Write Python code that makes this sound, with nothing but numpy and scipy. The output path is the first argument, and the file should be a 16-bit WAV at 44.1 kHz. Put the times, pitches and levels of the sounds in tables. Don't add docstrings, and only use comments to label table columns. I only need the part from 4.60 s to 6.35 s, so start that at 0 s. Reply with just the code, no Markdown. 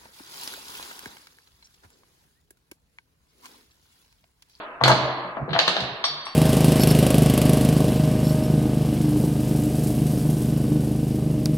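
import sys
import numpy as np
from scipy import signal
from scipy.fft import rfft, irfft, next_fast_len
from scipy.io import wavfile
from scipy.ndimage import uniform_filter1d, minimum_filter1d

SR = 44100
rng = np.random.default_rng(int(sys.argv[2]) if len(sys.argv) > 2 else 0)


def store_wav(level_fs):
    pcm = np.round(np.clip(np.atleast_2d(level_fs), -1, 1) * 32767)
    wavfile.write(sys.argv[1], SR, pcm.T.astype(np.int16))


N = 77175
LEAD = SR // 2
TOTAL = N + LEAD


def amp(db):
    return 10 ** (np.asarray(db) / 20)


def pan(left_minus_right_db):
    return amp([[left_minus_right_db / 2], [-left_minus_right_db / 2]])


def at_hz(points, hz, column=1):
    table = np.array(points)
    return np.interp(np.log(np.maximum(hz, 1)), np.log(table[:, 0]), table[:, column])


def decay(t, t60_s):
    return np.exp(-np.log(1000) * t / t60_s)


def add(out, start_s, sound):
    i = max(int(start_s * SR) + LEAD, 0)
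    part = sound[..., :out.shape[-1] - i]
    out[..., i:i + part.shape[-1]] += part


def colour(x, db_at):
    size = next_fast_len(x.shape[-1], True) * 2
    hz = np.arange(size // 2 + 1) * SR / size
    cepstrum = irfft(np.log(amp(db_at(hz))))
    cepstrum[1:size // 2] *= 2
    cepstrum[size // 2 + 1:] = 0
    return irfft(rfft(x, size) * np.exp(rfft(cepstrum)))[..., :x.shape[-1]]


def even_noise(length, block=256):
    phases = rng.random((2 * length // block, block // 2 + 1))
    blocks = irfft(np.exp(2j * np.pi * phases))
    return (blocks / blocks.std(axis=1, keepdims=True)).ravel()[:length]


def ring(modes, rise_s=0.00072):
    t = np.arange(SR) / SR
    sines = sum(amp(db) * decay(t, t60_s) * np.sin(2 * np.pi * (hz * t + rng.random()))
                for hz, db, t60_s in modes)
    return sines * np.minimum(t / rise_s, 1)


# frequency in Hz, gain in dB.
CASTING_COLOUR = [(40, -8.5), (100, -38), (200, 1.5), (450, 0), (680, 5.5), (900, 2), (1200, 2.5),
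                  (1700, 2.5), (2400, -2.5), (3200, 0), (4300, 3.5), (5300, -2.5), (6500, -4.5),
                  (8500, -5.5), (11000, -2), (15000, -12.5)]


def contact_colour(register_db, part_hz, part_db, width_oct=0.12):
    registers = list(zip([300, 1000, 4000, 11000], register_db))

    def db_at(hz):
        detune_oct = np.log2((hz + 1) / part_hz)
        resonance_db = part_db / (1 + (detune_oct / width_oct) ** 2)
        return at_hz(CASTING_COLOUR, hz) + at_hz(registers, hz) + resonance_db
    return db_at


# start in seconds, bass, clack, snap and top levels in dB, t60 in seconds,
# pitch of the struck part in Hz, its emphasis in dB.
METAL_CONTACTS = [ (-.33, -5.5, 2, -7.5, -54, 0.11, 1280, 3), (0.206, -26, -16, -52, -78.5, .04, 650, 0),
                  (.211, -13, -2, -33.5, -57, 0.059, 1200, 6.5),
                  (0.2369, -1.5, -3.5, 3.5, -25, 0.024, 1500, 5.5),
                  (.256, -9.5, -3.5, -18.5, -35.5, 0.16, 1200, 0),
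                  (.279, -7, 4.5, -12.5, -19, 0.055, 6160, 7), (0.2972, -17.5, 0, -22, -64, .06, 714, 2.5),
                  (0.3033, -9.5, 4.5, -26, -34, 0.037, 1165, 7),
                  (.315, -9.5, 3.5, -8.5, -46, 0.023, 4550, 11.5),
                  (.768, -14, -8.5, -40, -83, 0.053, 1300, 1),
                  (.812, -18.5, -34, -61, -90, 0.059, 387, 13.5),
                  (0.879, -12.5, -28.5, -63, -88, 0.054, 474, 13.5),
                  (.892, -13.5, -17.5, -32.5, -85.5, 0.047, 383, 7),
                  (.906, -12, -24.5, -27.5, -90, 0.078, 358, -5), (0.931, -24, -12, -15, -65, 0.1, 3100, 6),
                  (.951, -12.5, -7, -20, -66, 0.03, 670, 13.5),
                  (.962, -18, -1.5, -21.5, -77, 0.036, 665, 8.5),
                  (0.989, -13, -2, 4, -33.5, 0.029, 6800, 5.5),
                  (1.0783, -13, -3.5, -1, -31, 0.031, 1125, 7.5),
                  (1.1649, -8.5, -10, -9.5, -47, 0.038, 810, 5),
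                  (1.204, -15, -23.5, -15.5, -44.5, 0.061, 10300, 4),
                  (1.237, -19, -16, -30, -66, 0.055, 684, 0),
                  (1.4404, -37, -3, -1.5, -54, 0.014, 1144, 6.5),
                  (1.455, -28, -25, -15.5, -41, 0.027, 1150, 3),
                  (1.667, -48, -18, -20.5, -64, 0.025, 1076, 10)]


def clacks(crack_db=-2, crack_t60_s=0.012, rise_s=0.00098, scatter_hz=5130):
    out, t = np.zeros((2, TOTAL)), np.arange(SR // 6) / SR
    highpass = signal.butter(1, scatter_hz, "high", fs=SR)
    crack = amp(crack_db) * decay(t, crack_t60_s)
    for start_s, *register_db, t60_s, part_hz, part_db in METAL_CONTACTS:
        mid = even_noise(len(t))
        side = signal.lfilter(*highpass, even_noise(len(t))) / 2
        envelope = (decay(t, t60_s) + crack) * np.minimum(t / rise_s, 1)
        burst = np.array([mid + side, mid - side]) * envelope / np.sqrt(2)
        add(out, start_s, colour(burst, contact_colour(register_db, part_hz, part_db)))
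    return out


# frequency in Hz, level in dB relative to the clack, t60 in seconds.
CASTING_LONG_MODES = [(610, -57.5, 0.2), (641, -43, 0.43), (677, -54, 0.51), (847, -53.5, 0.57),
                      (963, -50.5, 2.15), (990, -46.5, 1.5), (1076, -44.5, 2.6), (1228, -38.5, 0.89),
                      (1376, -59.5, .7), (1607, -59.5, 0.44)]


def casting_ring():
    out = np.zeros(TOTAL)
    for start_s, _, clack_db, *_ in METAL_CONTACTS:
        add(out, start_s, amp(clack_db) * ring(CASTING_LONG_MODES))
    return out


# frequency in Hz, t60 in seconds, level in dB, left-right correlation, left minus right in dB.
HALL_BANDS = [(118, 0.23, -14.5, .95, -4), (349, 1.54, 4.5, 0.87, 0), (720, 1.33, 1, 0.91, -1),
              (1300, 2.03, -5, 0.47, 1.5), (2228, 1.39, 1, -0.52, -3), (3900, 0.97, -2, 0.27, -5),
              (5730, 0.59, 0.5, 0.073, -2.5), (8800, 0.33, -1, -0.19, -4), (14000, 0.16, -11.5, 0.092, 4.5)]


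def hall_echo(x, early_t60_s=0.15, onset_s=0.0056):
    t = np.arange(N // 2 * 2) / SR
    white = rfft(rng.standard_normal((2, len(t))))
    bin_hz = np.arange(white.shape[1]) * SR / len(t)
    octave = np.log2(np.maximum(bin_hz, 60) / 60)
    early = decay(t, early_t60_s)
    response = 0
    for band in range(18):
        hz = 60 * 2 ** (band / 2)
        mid, side = irfft(white * np.maximum(1 - abs(2 * octave - band), 0))
        t60_s, db, correlation, pan_db = (at_hz(HALL_BANDS, hz, column) for column in range(1, 5))
        tail = decay(t, t60_s)
        envelope = amp(db) * np.hypot(tail / np.linalg.norm(tail), early / np.linalg.norm(early))
        pair = np.sqrt((1 + correlation) / 2) * mid + np.sqrt((1 - correlation) / 2) * side * [[1], [-1]]
        response = response + pair * envelope * pan(pan_db)
    response *= np.minimum(t / onset_s, 1) ** 2
    return signal.fftconvolve(x[None], response, axes=1)[:, :TOTAL]


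# frequency in Hz, level in dB.
AIR_SPECTRUM = [(30, -40), (70, -42), (140, -40.5), (300, -35.5), (700, -43), (1300, -38.5), (2500, -50),
                (4000, -61.5), (6000, -65), (10000, -70), (15000, -77)]


def room_tone(wide_above_hz=800):
    mid, side = rng.standard_normal((2, TOTAL))
    side = signal.lfilter(*signal.butter(1, wide_above_hz, "high", fs=SR), side)
    air = np.array([mid + side, mid - side]) / np.sqrt(2)
    return colour(air, lambda hz: at_hz(AIR_SPECTRUM, hz))


# start in seconds, pitch in Hz, level in dB, swell in seconds, t60 in seconds.
HOUSING_SHOVES = [(.208, 130.1, -21, 0.045, 0.97), (.262, 128.3, -21, 0.044, .28),
                  (.415, 129, -35.5, 0.025, 0.13), (0.641, 177.5, -43, 0.028, 0.16),
                  (0.799, 139, -24, 0.033, 0.043), (.895, 160, -21, 0.027, 0.092),
                  (0.953, 121, -32, 0.01, 0.1), (1.071, 172.3, -28.5, 0.021, 0.071),
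                  (1.165, 182, -35, 0.032, 0.27), (1.211, 128, -31, 0.021, 0.24),
                  (1.303, 127, -39, 0.027, 0.16), (1.471, 148.8, -46.5, 0.046, .4)]


def housing_boom(thud_db=-12, thud_band_hz=(66.5, 237.6)):
    out, t = np.zeros(TOTAL), np.arange(SR) / SR
    bandpass = signal.butter(2, thud_band_hz, "band", fs=SR, output="sos")
    for start_s, hz, db, swell_s, t60_s in HOUSING_SHOVES:
        air_mode = np.sin(2 * np.pi * hz * t)
        thud = signal.sosfilt(bandpass, rng.standard_normal(len(t)))
        envelope = np.minimum(t / swell_s, 1) * decay(np.maximum(t - swell_s, 0), t60_s)
        add(out, start_s, amp(db) * envelope * (air_mode + amp(thud_db) * thud / thud.std()))
    return out


# start in seconds, low-mode level in dB, high-mode level in dB.
LEVER_LANDINGS = [(1.442, -28, -33), (1.451, -30.5, -19.5), (1.654, -45, -21.5)]
# frequency in Hz, level in dB relative to the landing, t60 in seconds.
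STEEL_MODES = [(3560, -15, .55), (3660, -8, 0.67), (4522, 4, 0.56), (4520, -13, 0.67), (4490, -7, .4),
               (5453, -4.5, 0.3), (5600, 6, 0.15), (8258, -17.5, 0.075), (8700, -21, .06),
               (9800, -31, 0.12), (13650, -43, .1)]


def lever_ring(crossover_hz=(5500, 8000)):
    out = np.zeros((2, TOTAL))
    for start_s, *low_high_db in LEVER_LANDINGS:
        modes = [(hz, db + np.interp(hz, crossover_hz, low_high_db), t60_s)
                 for hz, db, t60_s in STEEL_MODES]
        add(out, start_s, np.array([ring(modes), ring(modes)]))
    return out


def microphones(x, pan_db=5, right_lag_s=0.00015):
    n = np.arange(TOTAL)
    right = np.interp(n - right_lag_s * SR, n, x[1])
    return np.array([x[0], right]) * pan(pan_db)


# frequency in Hz, threshold in dB, depth in dB.
SUPPRESSOR_BANDS = [(2000, -57.5, 0), (2590, -43, 5.5), (3110, -40, 17), (4214, -41.5, 16),
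                    (5300, -51.5, 10.5), (7000, -55.5, 10), (10000, -67.5, 5), (14940, -67.5, 7.5)]


def suppress_noise(x, knee_db=1.3, frame=512, overlap=384):
    hz, _, spectra = signal.stft(x, SR, nperseg=frame, noverlap=overlap)
    power = np.mean(abs(spectra) ** 2, axis=0)
    power = uniform_filter1d(power, size=11, axis=0)
    power = uniform_filter1d(power, size=5, axis=1)
    level_db = 10 * np.log10(np.maximum(power, 1e-20) * frame / 1.5)
    threshold_db, depth_db = (at_hz(SUPPRESSOR_BANDS, hz, column)[:, None] for column in (1, 2))
    closed = (1 + np.tanh((threshold_db - level_db) / (2 * knee_db))) / 2
    return signal.istft(spectra * amp(-depth_db * closed), SR, nperseg=frame, noverlap=overlap)[1][:, :N]


def limit(x, ceiling=0.95):
    gain = minimum_filter1d(ceiling / np.maximum(abs(x).max(axis=0), ceiling), size=129)
    return x * uniform_filter1d(uniform_filter1d(gain, size=63), size=63)


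def scene(boom_pan_db=-3.5, lever_send_db=-7.5):
    works, casting, lever, boom = clacks(), casting_ring(), lever_ring(), housing_boom()
    direct = microphones(works + casting) + lever + boom * pan(boom_pan_db)
    echo = hall_echo(works[0] + boom + amp(lever_send_db) * lever[0])
    return (direct + echo + room_tone())[:, LEAD:]


def record(dry, stopband_hz=16600):
    lowpass = signal.cheby2(14, 60, stopband_hz, fs=SR, output="sos")
    return signal.sosfilt(lowpass, limit(suppress_noise(dry)))


dry = scene()
out = record(dry)
store_wav(out)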